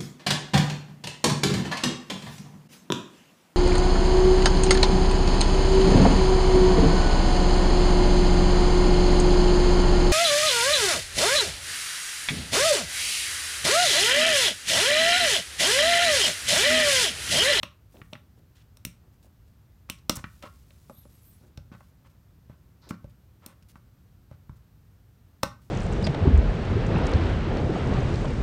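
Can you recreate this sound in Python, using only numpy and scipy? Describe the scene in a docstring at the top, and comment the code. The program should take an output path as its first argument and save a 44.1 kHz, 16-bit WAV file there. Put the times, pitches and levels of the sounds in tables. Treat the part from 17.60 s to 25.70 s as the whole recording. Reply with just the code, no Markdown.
"""A small carpeted room, microphone close by: pliers snip plastic zip ties off a leather sheath on a plastic bucket.
Each snip is a torn, filtered noise crack with ringing steel, a knock that rings wall modes, and a low thud of sway modes.
Between cuts come bumps, clicks, clacks and slaps, struck the same way, and scrapes, rubs and rustles of many small slips.
A thin squeak of wavering tones chirps a few times; rumble and hiss lie under everything."""
import sys
import numpy as np
from scipy import signal
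from scipy.fft import rfft, irfft
from scipy.io import wavfile
from scipy.ndimage import uniform_filter1d

SR = 44100
rng = np.random.default_rng(int(sys.argv[2]) if len(sys.argv) > 2 else 0)


def to_wav(sig):
    """Store sig (one row per channel, or 1-D mono) as 16-bit WAV at the path in sys.argv[1].

    Samples outside -1..1 are clipped; the rate is SR.
    """
    pcm = np.clip(np.atleast_2d(sig), -1, 1) * 32767
    pcm = np.round(pcm).astype(np.int16)
    wavfile.write(sys.argv[1], SR, pcm.T)  # frames by channels


N = 357210  # samples

BINS = np.fft.rfftfreq(4096, 1 / SR)  # filter grid in Hz


def gain_of(db):
    """Decibels to amplitude."""
    return 10 ** (np.asarray(db) / 20)


def evened(x):
    """Scales to rms 1."""
    return x / np.sqrt(np.mean(x ** 2) + 1e-20)


def crested(x):
    """Scales so that the loudest 3 ms have rms 1."""
    power = uniform_filter1d(x ** 2, size=132, mode="constant")
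    return x / np.sqrt(power.max() + 1e-20)


def read(points, hz):
    """Reads a table along log frequency."""
    f, value = np.transpose(points)
    return np.interp(np.log(hz + 1), np.log(f + 1), value)


def add(mix, s, sound):
    """Mixes a sound in at time s."""
    part = mix[max(round(s * SR), 0):][:len(sound)]
    part += sound[:len(part)]


def coloured(x, db):
    """Causal, minimum-phase filter with the given gain on BINS, floored 70 dB under its peak."""
    log_gain = np.log(gain_of(np.maximum(db, db.max() - 70)))
    circle = np.concatenate([log_gain, log_gain[-2:0:-1]])
    taps = np.fft.ifft(np.exp(np.conj(signal.hilbert(circle)))).real
    return signal.fftconvolve(x, taps)


def hump(centre_hz, octaves):
    """A broad resonance in dB on BINS, with straight skirts, about 5 dB down the given octaves away."""
    distance = np.log2((BINS + 1) / centre_hz) / octaves
    return -12 * (np.hypot(1, distance) - 1)


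def ring(modes, t):
    """Sums decaying sines, one for each (pitch_hz, level_db, t60_s) mode."""
    return sum(gain_of(db - 60 * t / t60) * np.sin(2 * np.pi * hz * t) for hz, db, t60 in modes)


# room rumble and hiss, shape only: pitch_hz [Hz], level_db [dB per Hz, relative]
AIR_SPECTRUM = [(25, -25.5), (52, -3), (102, -2.5), (149, -10), (240, -18), (400, -26.5), (800, -32.5),
                (1400, -34), (2200, -39.5), (5500, -43.5), (7600, -46), (10700, -48), (13800, -40),
                (16000, -49)]
AIR_DB = -55.5  # rms level


def air(low_cut_hz=40):
    """Low room rumble under a smooth hiss: noise shaped in frequency."""
    hz = np.fft.rfftfreq(N, 1 / SR)
    low_cut = 1 / np.sqrt(1 + (low_cut_hz / (hz + 1)) ** 8)
    spectrum = rfft(rng.standard_normal(N)) * gain_of(read(AIR_SPECTRUM, hz)) * low_cut
    return gain_of(AIR_DB) * evened(irfft(spectrum, N))


# the room's tail by band: pitch_hz [Hz], t60_s [s], level_db [dB, before the t60 weighting]
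ROOM_TAIL = [(110, 0.54, -8.5), (230, .24, -10), (418.6, 0.15, -14.5), (683, 0.26, -16.5),
             (1200, 0.29, -10.5), (3500, 0.26, -14.5), (8150, 0.23, -13.5), (15000, 0.18, -16.5)]


def room(x, echo_s=0.013, echo_db=-22):
    """One near reflection and a short tail of scattered noise, each band dying at its own speed."""
    t = np.arange(SR // 2) / SR
    scatter = rng.standard_normal(len(t)) * np.clip((t - .003) / 0.019, 0, 1)
    hz, when, bands = signal.stft(scatter, SR, nperseg=256)
    columns = np.array(ROOM_TAIL)
    t60 = read(columns[:, [0, 1]], hz)[:, None]
    db = read(columns[:, [0, 2]], hz)[:, None]
    dying = gain_of(db - 60 * when / t60) * np.sqrt(28 / (t60 * SR))
    tail = signal.istft(bands * dying, SR, nperseg=256)[1]
    add(tail, echo_s, gain_of([echo_db]))
    return signal.fftconvolve(x, tail)[:N]


def rub(s, length, db, centre_hz, octaves, spread_db, taper=.1):
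    """A stroke of many small slips of uneven size, bunched into catches a few milliseconds long."""
    count = max(int(length * SR), 16)
    slips = rng.random(count) < 5000 / SR  # about 5000 slips per second
    # averaging 144 draws shrinks their spread 12 times; the 12 restores it
    unevenness = uniform_filter1d(rng.standard_normal(count), size=144, mode="wrap") * 12
    grain = (slips + 0.34) * gain_of(spread_db * unevenness) * rng.standard_normal(count)
    stroke = grain * signal.windows.tukey(count, taper) * np.linspace(1, .6, count)
    sound = coloured(stroke, 1.04 * hump(centre_hz, octaves))
    return s, gain_of(db) * sound * np.sqrt(count / np.sum(sound ** 2))


# a hand changing grip, an arm moving off and back: start_s [s], length_s [s], level_db [dB], centre_hz [Hz]
SWISH_STROKES = [(0.268, 0.38, -74, 13000), (2.595, 0.52, -69, 4470), (3.0, 0.52, -71, 4830),
                 (3.42, 0.51, -71.5, 4120), (4.141, 0.19, -74.5, 3500)]


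def swishes():
    """Soft broad-band strokes with long fades."""
    return [rub(*row, octaves=2.2, spread_db=2.0, taper=0.44) for row in SWISH_STROKES]


RUSTLES_PER_S, RUSTLE_S = 2, .04
RUSTLE_DB, RUSTLE_SPREAD_DB = -76, 2  # middle level, and the most it strays either way


def rustles():
    """Very faint, soft 40 ms rustles at random moments."""
    draws = rng.random((int(RUSTLES_PER_S * N / SR), 2))
    levels = RUSTLE_DB + RUSTLE_SPREAD_DB * (2 * draws[:, 1] - 1)
    return [rub(when * N / SR, RUSTLE_S, db, centre_hz=3500, octaves=1.8, spread_db=2, taper=.8)
            for when, db in zip(draws[:, 0], levels)]


# leather shifting under the hand: start_s [s], length_s [s], level_db [dB]
SHUFFLE_STROKES = [(0.34, 0.087, -56), (0.767, 0.074, -67), (1.43, 0.063, -69.5), (1.644, .037, -63),
                   (3.805, 0.112, -63.5), (5.263, .1, -56.5)]


def shuffles():
    """Low leather strokes that slip unevenly."""
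    return [rub(*row, centre_hz=287, octaves=0.87, spread_db=4) for row in SHUFFLE_STROKES]


# tie tails sliding through fingers and jaws:
# start_s [s], length_s [s], level_db [dB], centre_hz [Hz], width [octaves to the skirt]
SLIDE_STROKES = [(0.319, 0.097, -68.5, 2500, 2.6), (0.951, 0.078, -67, 2610, 1.16),
                 (1.626, .045, -67.5, 5000, 2.6), (2.383, .013, -65, 3970, .75),
                 (2.5548, 0.018, -39, 7850, 0.67), (3.33, .12, -74, 3660, 0.13),
                 (5.215, 0.14, -67, 4430, 0.31), (5.289, 0.024, -51.5, 4300, 1.2),
                 (6.025, .01, -65, 2460, 1.7), (8.012, .085, -72, 3950, 2),
                 (6.085, 0.037, -62.5, 3500, 2.4)]


def slides():
    """Thin plastic strokes, each with its own pitch and width."""
    return [rub(*row, spread_db=1.5) for row in SLIDE_STROKES]


# chirps of the thin squeak: start_s [s], length_s [s], top_pitch_hz [Hz], mid_chirp_level_db [dB]
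SQUEAK_CHIRPS = [(3.285, .19, 12500, -61), (3.46, .17, 12000, -66), (3.615, .16, 12050, -62),
                 (3.58, .23, 14900, -66)]
# tones of each chirp: pitch_factor [ratio], level_db [dB, relative]
CHIRP_TONES = [(1, 0), (.975, -6), (.86, -14), (.71, -9)]
SQUEAK_BEND_S, SQUEAK_FADE_DB = .195, -15  # pitch and level fall away on both sides of the middle


def squeak(s, length, top_hz, db, waver=0.0099, flutter_db=4):
    """One chirp of a faint, fluttering whistle: pitch and level arch together."""
    t = np.arange(-length / 2, length / 2, 1 / SR)
    hz = top_hz * np.exp(-(t / SQUEAK_BEND_S) ** 2)
    out = np.zeros(len(t))
    for factor, tone_db in CHIRP_TONES:
        jitter = 1 + waver * evened(uniform_filter1d(rng.standard_normal(len(t)), size=60))
        flutter = flutter_db * evened(uniform_filter1d(rng.standard_normal(len(t)), size=700))
        phase = 2 * np.pi * np.cumsum(hz * factor * jitter) / SR
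        out += gain_of(tone_db + flutter) * np.sin(phase)
    arch = gain_of(db + SQUEAK_FADE_DB * (2 * t / length) ** 2)
    return s, arch * evened(out) * signal.windows.tukey(len(t), .1)


# bucket wall modes: pitch_hz [Hz], level_db [dB, relative], t60_s [s, before damping by hand or tool]
WALL_MODES = [(568, 0.5, 0.27), (600, 5, 0.052), (822, -11.5, 0.34), (1100, 0, 0.15), (1180, -3, 0.15),
              (1328, -4.5, .25), (1383, -5, .25), (1524, -2, 0.22), (1810, -11.5, 0.19), (2187, -8.5, 0.18)]
# the tool scraping along the bucket wall: start_s [s], length_s [s], level_db [dB]
SCRAPE_STROKES = [(2.288, 0.011, -53.5), (2.552, 0.055, -49.5), (2.817, 0.069, -48.5),
                  (4.115, 0.049, -56.5), (4.441, 0.043, -65), (4.886, 0.066, -68), (5.215, 0.11, -65),
                  (5.811, 0.14, -61.5), (6.703, 0.059, -67)]


def scrape(s, length, db, ring_db=-4):
    """Slips on the bucket wall, which sings along."""
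    s, stroke = rub(s, length, db, centre_hz=1080, octaves=1.0, spread_db=1.0, taper=0.42)
    t = np.arange(SR // 8) / SR
    damped_wall = ring(WALL_MODES, t) * gain_of(-300 * t)  # the pressing tool damps it
    singing = signal.fftconvolve(stroke, damped_wall)
    sound = singing * gain_of(ring_db) * np.linalg.norm(stroke) / np.linalg.norm(singing)
    add(sound, 0, stroke)
    return s, sound * np.linalg.norm(stroke) / np.linalg.norm(sound)


def tearing(t, part_s, t60, lead_db=-18, pop_db=-4, chatter_db=-17, jaws_s=.0007, jaws_db=-6):
    """Plastic tears for a moment, parts with a pop at part_s, the jaws meet, and it chatters out."""
    after = t - part_s
    rise = gain_of(lead_db * -after / part_s)
    fall = gain_of(-60 * after / t60) + gain_of(chatter_db - 60 * after / (4 * t60))
    swell = np.where(after < 0, rise, fall)
    size = np.linalg.norm(swell)
    add(swell, part_s, gain_of([pop_db]) * size)
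    add(swell, part_s + jaws_s, gain_of([jaws_db]) * size)
    fibres = swell * rng.choice([-1., 1.], len(t))
    # a break favours no pitch: nudge every frequency to the same share, within the swell
    for _ in range(8):
        white = irfft(np.exp(1j * np.angle(rfft(fibres))), len(t)) * np.linalg.norm(swell)
        fibres = np.clip(white, -2 * swell, 2 * swell)
    return fibres


def burst(t, t60, grit):
    """One sharp release followed by a dying chatter of tiny contacts."""
    return (t == 0) + grit * rng.standard_normal(len(t)) * gain_of(-60 * t / t60)


# crack of a tie in steel jaws: pitch_hz [Hz], level_db [dB, relative]
CRACK_SPECTRUM = [(500, -28), (1500, -13), (2100, -7), (2700, -1.5), (3500, -4.5), (4100, -1.5),
                  (4700, -11.5), (5400, 0), (6700, -7), (8800, -1), (10200, -7), (13000, -4.5),
                  (16000, -11)]
# brief ring of the steel jaws: pitch_hz [Hz], level_db [dB, relative], t60_s [s]
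JAW_MODES = [(2600, -3, .05), (3614, 0.5, 0.042), (4243, -2.5, 0.042), (5590, 0, .06), (6000, -5, .05),
             (9030, -1.5, .05)]


def crack_sound(t, part_s, t60, crack_hz, tie_db, steel_db, tilt_db):
    """Torn noise with one resonance, the ringing steel jaws, and a treble tilt over both."""
    # the free length of the tie sets one resonance
    tie = tie_db * np.exp(-(np.log2((BINS + 1) / crack_hz) / .4) ** 2)
    crack = crested(coloured(tearing(t, part_s, t60), read(CRACK_SPECTRUM, BINS) + tie))
    add(crack, part_s, gain_of(steel_db) * crested(ring(JAW_MODES, t)))
    # a cleaner break keeps more treble: tilt per octave above 4200 Hz, for 1.2 octaves
    treble = np.clip(np.log2((BINS + 1) / 4200), 0, 1.2)
    return coloured(crack, tilt_db * treble)[:len(t)]


# first, quickly damped answer of the bucket: pitch_hz [Hz], level_db [dB, relative]
KNOCK_SPECTRUM = [(150, -17), (310, 0.5), (410, -11), (500, -0.5), (590, 6.5), (700, -8), (850, 0.5),
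                  (1000, -2), (1200, 1), (1500, -5), (2100, -4), (4000, -10)]


def knock_sound(t, t60, knock_hz, octaves, ring_db):
    """A filtered burst that leaves the bucket wall ringing."""
    landing = hump(knock_hz, octaves)
    knock = coloured(burst(t, t60, grit=0.079), read(KNOCK_SPECTRUM, BINS) + landing)[:len(t)]
    # where the blow lands decides how strongly each wall mode answers
    spot = 2 * rng.standard_normal(len(WALL_MODES))
    spot += .55 * np.interp(np.array(WALL_MODES)[:, 0], BINS, landing)
    modes = [(hz, db + luck, mode_t60) for (hz, db, mode_t60), luck in zip(WALL_MODES, spot)]
    wall = ring(modes, t) * gain_of(-70 * t)  # the hand on the rim damps the wall
    return crested(crested(knock) + gain_of(ring_db) * crested(wall))


# low modes of the bucket with the sheath on it: pitch_hz [Hz], level_db [dB, relative], t60_s [s]
SWAY_MODES = [(58.3, 2.5, 0.2), (84, 0, 0.12), (116, 2, 0.091), (140, -1, 0.07), (178, 1, 0.093),
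              (207.8, -0.5, .09), (240, 0, 0.086), (286, 2, 0.04)]


def thud_sound(t, thud_hz, octaves):
    """Slower sway of the bucket; the softness of the push picks which low modes answer."""
    push = hump(thud_hz, octaves)
    modes = [(hz, db + np.interp(hz, BINS, push), t60) for hz, db, t60 in SWAY_MODES]
    sway = ring(modes, t) * (1 - np.exp(-t / 0.0027))
    high_pass = signal.butter(2, 50, "high", fs=SR, output="sos")
    return crested(signal.sosfilt(high_pass, sway))


def blow(s, crack_db, tilt_db, crack_hz, knock_db, knock_hz, thud_db, thud_hz, ring_db,
         part_s=0.0017, crack_t60=0.018, knock_t60=0.047, knock_octaves=0.66, thud_octaves=0.5,
         tie_db=6, steel_db=-15):
    """A crack that rings the steel jaws, then at part_s a knock on the wall and a thud."""
    t = np.arange(SR // 3) / SR
    sound = gain_of(crack_db) * crack_sound(t, part_s, crack_t60, crack_hz, tie_db, steel_db, tilt_db)
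    knock = gain_of(knock_db) * knock_sound(t, knock_t60, knock_hz, knock_octaves, ring_db)
    thud = gain_of(thud_db) * thud_sound(t, thud_hz, thud_octaves)
    add(sound, part_s, knock + thud)
    return s, sound


# the leather sheath slapping the bucket: start_s [s], knock_level_db [dB]
SHEATH_SLAPS = [(0.527, -42), (2.835, -42.5), (3.2957, -42), (3.4518, -52)]


def slap(s, db, tick_db=-15, sway_db=0.5):
    """Leather lands flat and deadens the wall it strikes, so the ring is weak."""
    return blow(s, db + tick_db, tilt_db=-2, crack_hz=2190, knock_db=db, knock_hz=510,
                thud_db=db + sway_db, thud_hz=263, ring_db=-16)


# the pliers clacking open: start_s [s], knock_level_db [dB]
PLIER_CLACKS = [(0.415, -43.5), (0.5518, -43.5), (2.6399, -33.5)]


def clack(s, db, tick_db=-21, sway_db=1):
    """The pliers hit their stop with a dry, hollow clack, almost without wall ring."""
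    return blow(s, db + tick_db, tilt_db=-18, crack_hz=2000, knock_db=db, knock_hz=1680,
                thud_db=db + sway_db, thud_hz=144, ring_db=-40)


# steel jaws clicking shut on nothing or on the tie's head:
# start_s [s], level_db [dB, before tilt], pitch_hz [Hz], treble_tilt [dB per octave]
JAW_CLICKS = [(0.3677, -54, 2760, -38), (0.5315, -34, 2970, -18.5), (1.1694, -51.5, 5040, -1),
              (2.824, -43, 2100, -8), (3.105, -52, 2110, -21), (3.9734, -43, 5420, -11)]


def click(s, db, hz, tilt_db, wall_db=-10, sway_db=-15):
    """Steel on steel: little of it reaches the bucket."""
    return blow(s, db, tilt_db, hz, db + wall_db, knock_hz=646,
                thud_db=db + sway_db, thud_hz=150, ring_db=7)


# hand, tool and sheath bumping the rim:
# start_s [s], knock_level_db [dB], knock_hz [Hz], thud_level_db [dB], thud_hz [Hz]
RIM_BUMPS = [(1.266, -62, 560, -38.5, 178), (2.57, -46, 1000, -33, 103), (2.8615, -49.5, 1040, -57, 97),
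             (3.9747, -50, 584, -34.5, 104.4), (4.115, -55, 1135, -39.5, 187),
             (4.1486, -52, 1180, -47, 134), (4.2054, -50.5, 940, -57, 76), (4.8956, -52, 567, -39, 128),
             (5.3067, -35, 1250, -26, 202), (5.341, -56, 1400, -46, 245), (5.4423, -48, 540, -36, 120),
             (6.1551, -49, 1110, -45.5, 150), (6.7117, -49, 575, -39.5, 106),
             (6.8931, -49.5, 1034, -34, 105)]


def bump(s, knock_db, knock_hz, thud_db, thud_hz, tick_db=-15):
    """A padded bump: the wall rings, with a faint tick that follows the knock's strength."""
    return blow(s, knock_db + tick_db, tilt_db=-5, crack_hz=2200, knock_db=knock_db, knock_hz=knock_hz,
                thud_db=thud_db, thud_hz=thud_hz, ring_db=-8)


# ties parting in the jaws: start_s [s], tear_s [s], crack_level_db [dB, before tilt],
# treble_tilt [dB per octave], crack_hz [Hz], knock_level_db [dB], knock_width [octaves to the skirt],
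# thud_level_db [dB], thud_hz [Hz], wall_ring_db [dB relative to the knock]
TIE_SNAPS = [(0.029, .0036, -24, -13, 3100, -31, 1.65, -36.5, 190, -16),
             (1.25, 0.00095, -29, 1, 2280, -48, 1.7, -34.5, 161, -7),
             (2.2984, 0.00094, -27, -2.5, 2530, -41.5, 1.8, -34.5, 196, -7.5),
             (2.4952, 0.00096, -16, -4, 4900, -22.5, 1.7, -21.5, 240, -16),
             (5.861, 0.002, -43.5, 7, 4460, -54, 0.86, -40.5, 222, -6),
             (7.8297, .0033, -22, -4, 5100, -18, 1.17, -24.5, 172, -7.5)]


def snip(s, tear_s, crack_db, tilt_db, crack_hz, knock_db, knock_octaves, thud_db, thud_hz, ring_db):
    """A tie tears and parts; the recoil knocks the rim, always centred on the same pitch."""
    return blow(s, crack_db, tilt_db, crack_hz, knock_db, knock_hz=560,
                thud_db=thud_db, thud_hz=thud_hz, ring_db=ring_db, part_s=tear_s, crack_t60=0.02,
                knock_t60=0.038, knock_octaves=knock_octaves, thud_octaves=0.8, tie_db=6.5)


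def scene():
    """All the handling, heard direct and through the room, over the air."""
    sounds = swishes() + rustles() + shuffles() + slides()
    sounds += [squeak(*row) for row in SQUEAK_CHIRPS]
    sounds += [scrape(*row) for row in SCRAPE_STROKES]
    sounds += [slap(*row) for row in SHEATH_SLAPS]
    sounds += [clack(*row) for row in PLIER_CLACKS]
    sounds += [click(*row) for row in JAW_CLICKS]
    sounds += [bump(*row) for row in RIM_BUMPS]
    sounds += [snip(*row) for row in TIE_SNAPS]
    near = np.zeros(N)
    for s, sound in sounds:
        add(near, s, sound)
    return (near + room(near) + air())[None]


def record(dry):
    """The recorder's band limit: a steep low-pass at 16050 Hz."""
    low_pass = signal.firwin(255, 16050, window=("kaiser", 8), fs=SR)
    return signal.oaconvolve(dry, low_pass[None], "same")


dry = scene()
out = record(dry)
to_wav(out)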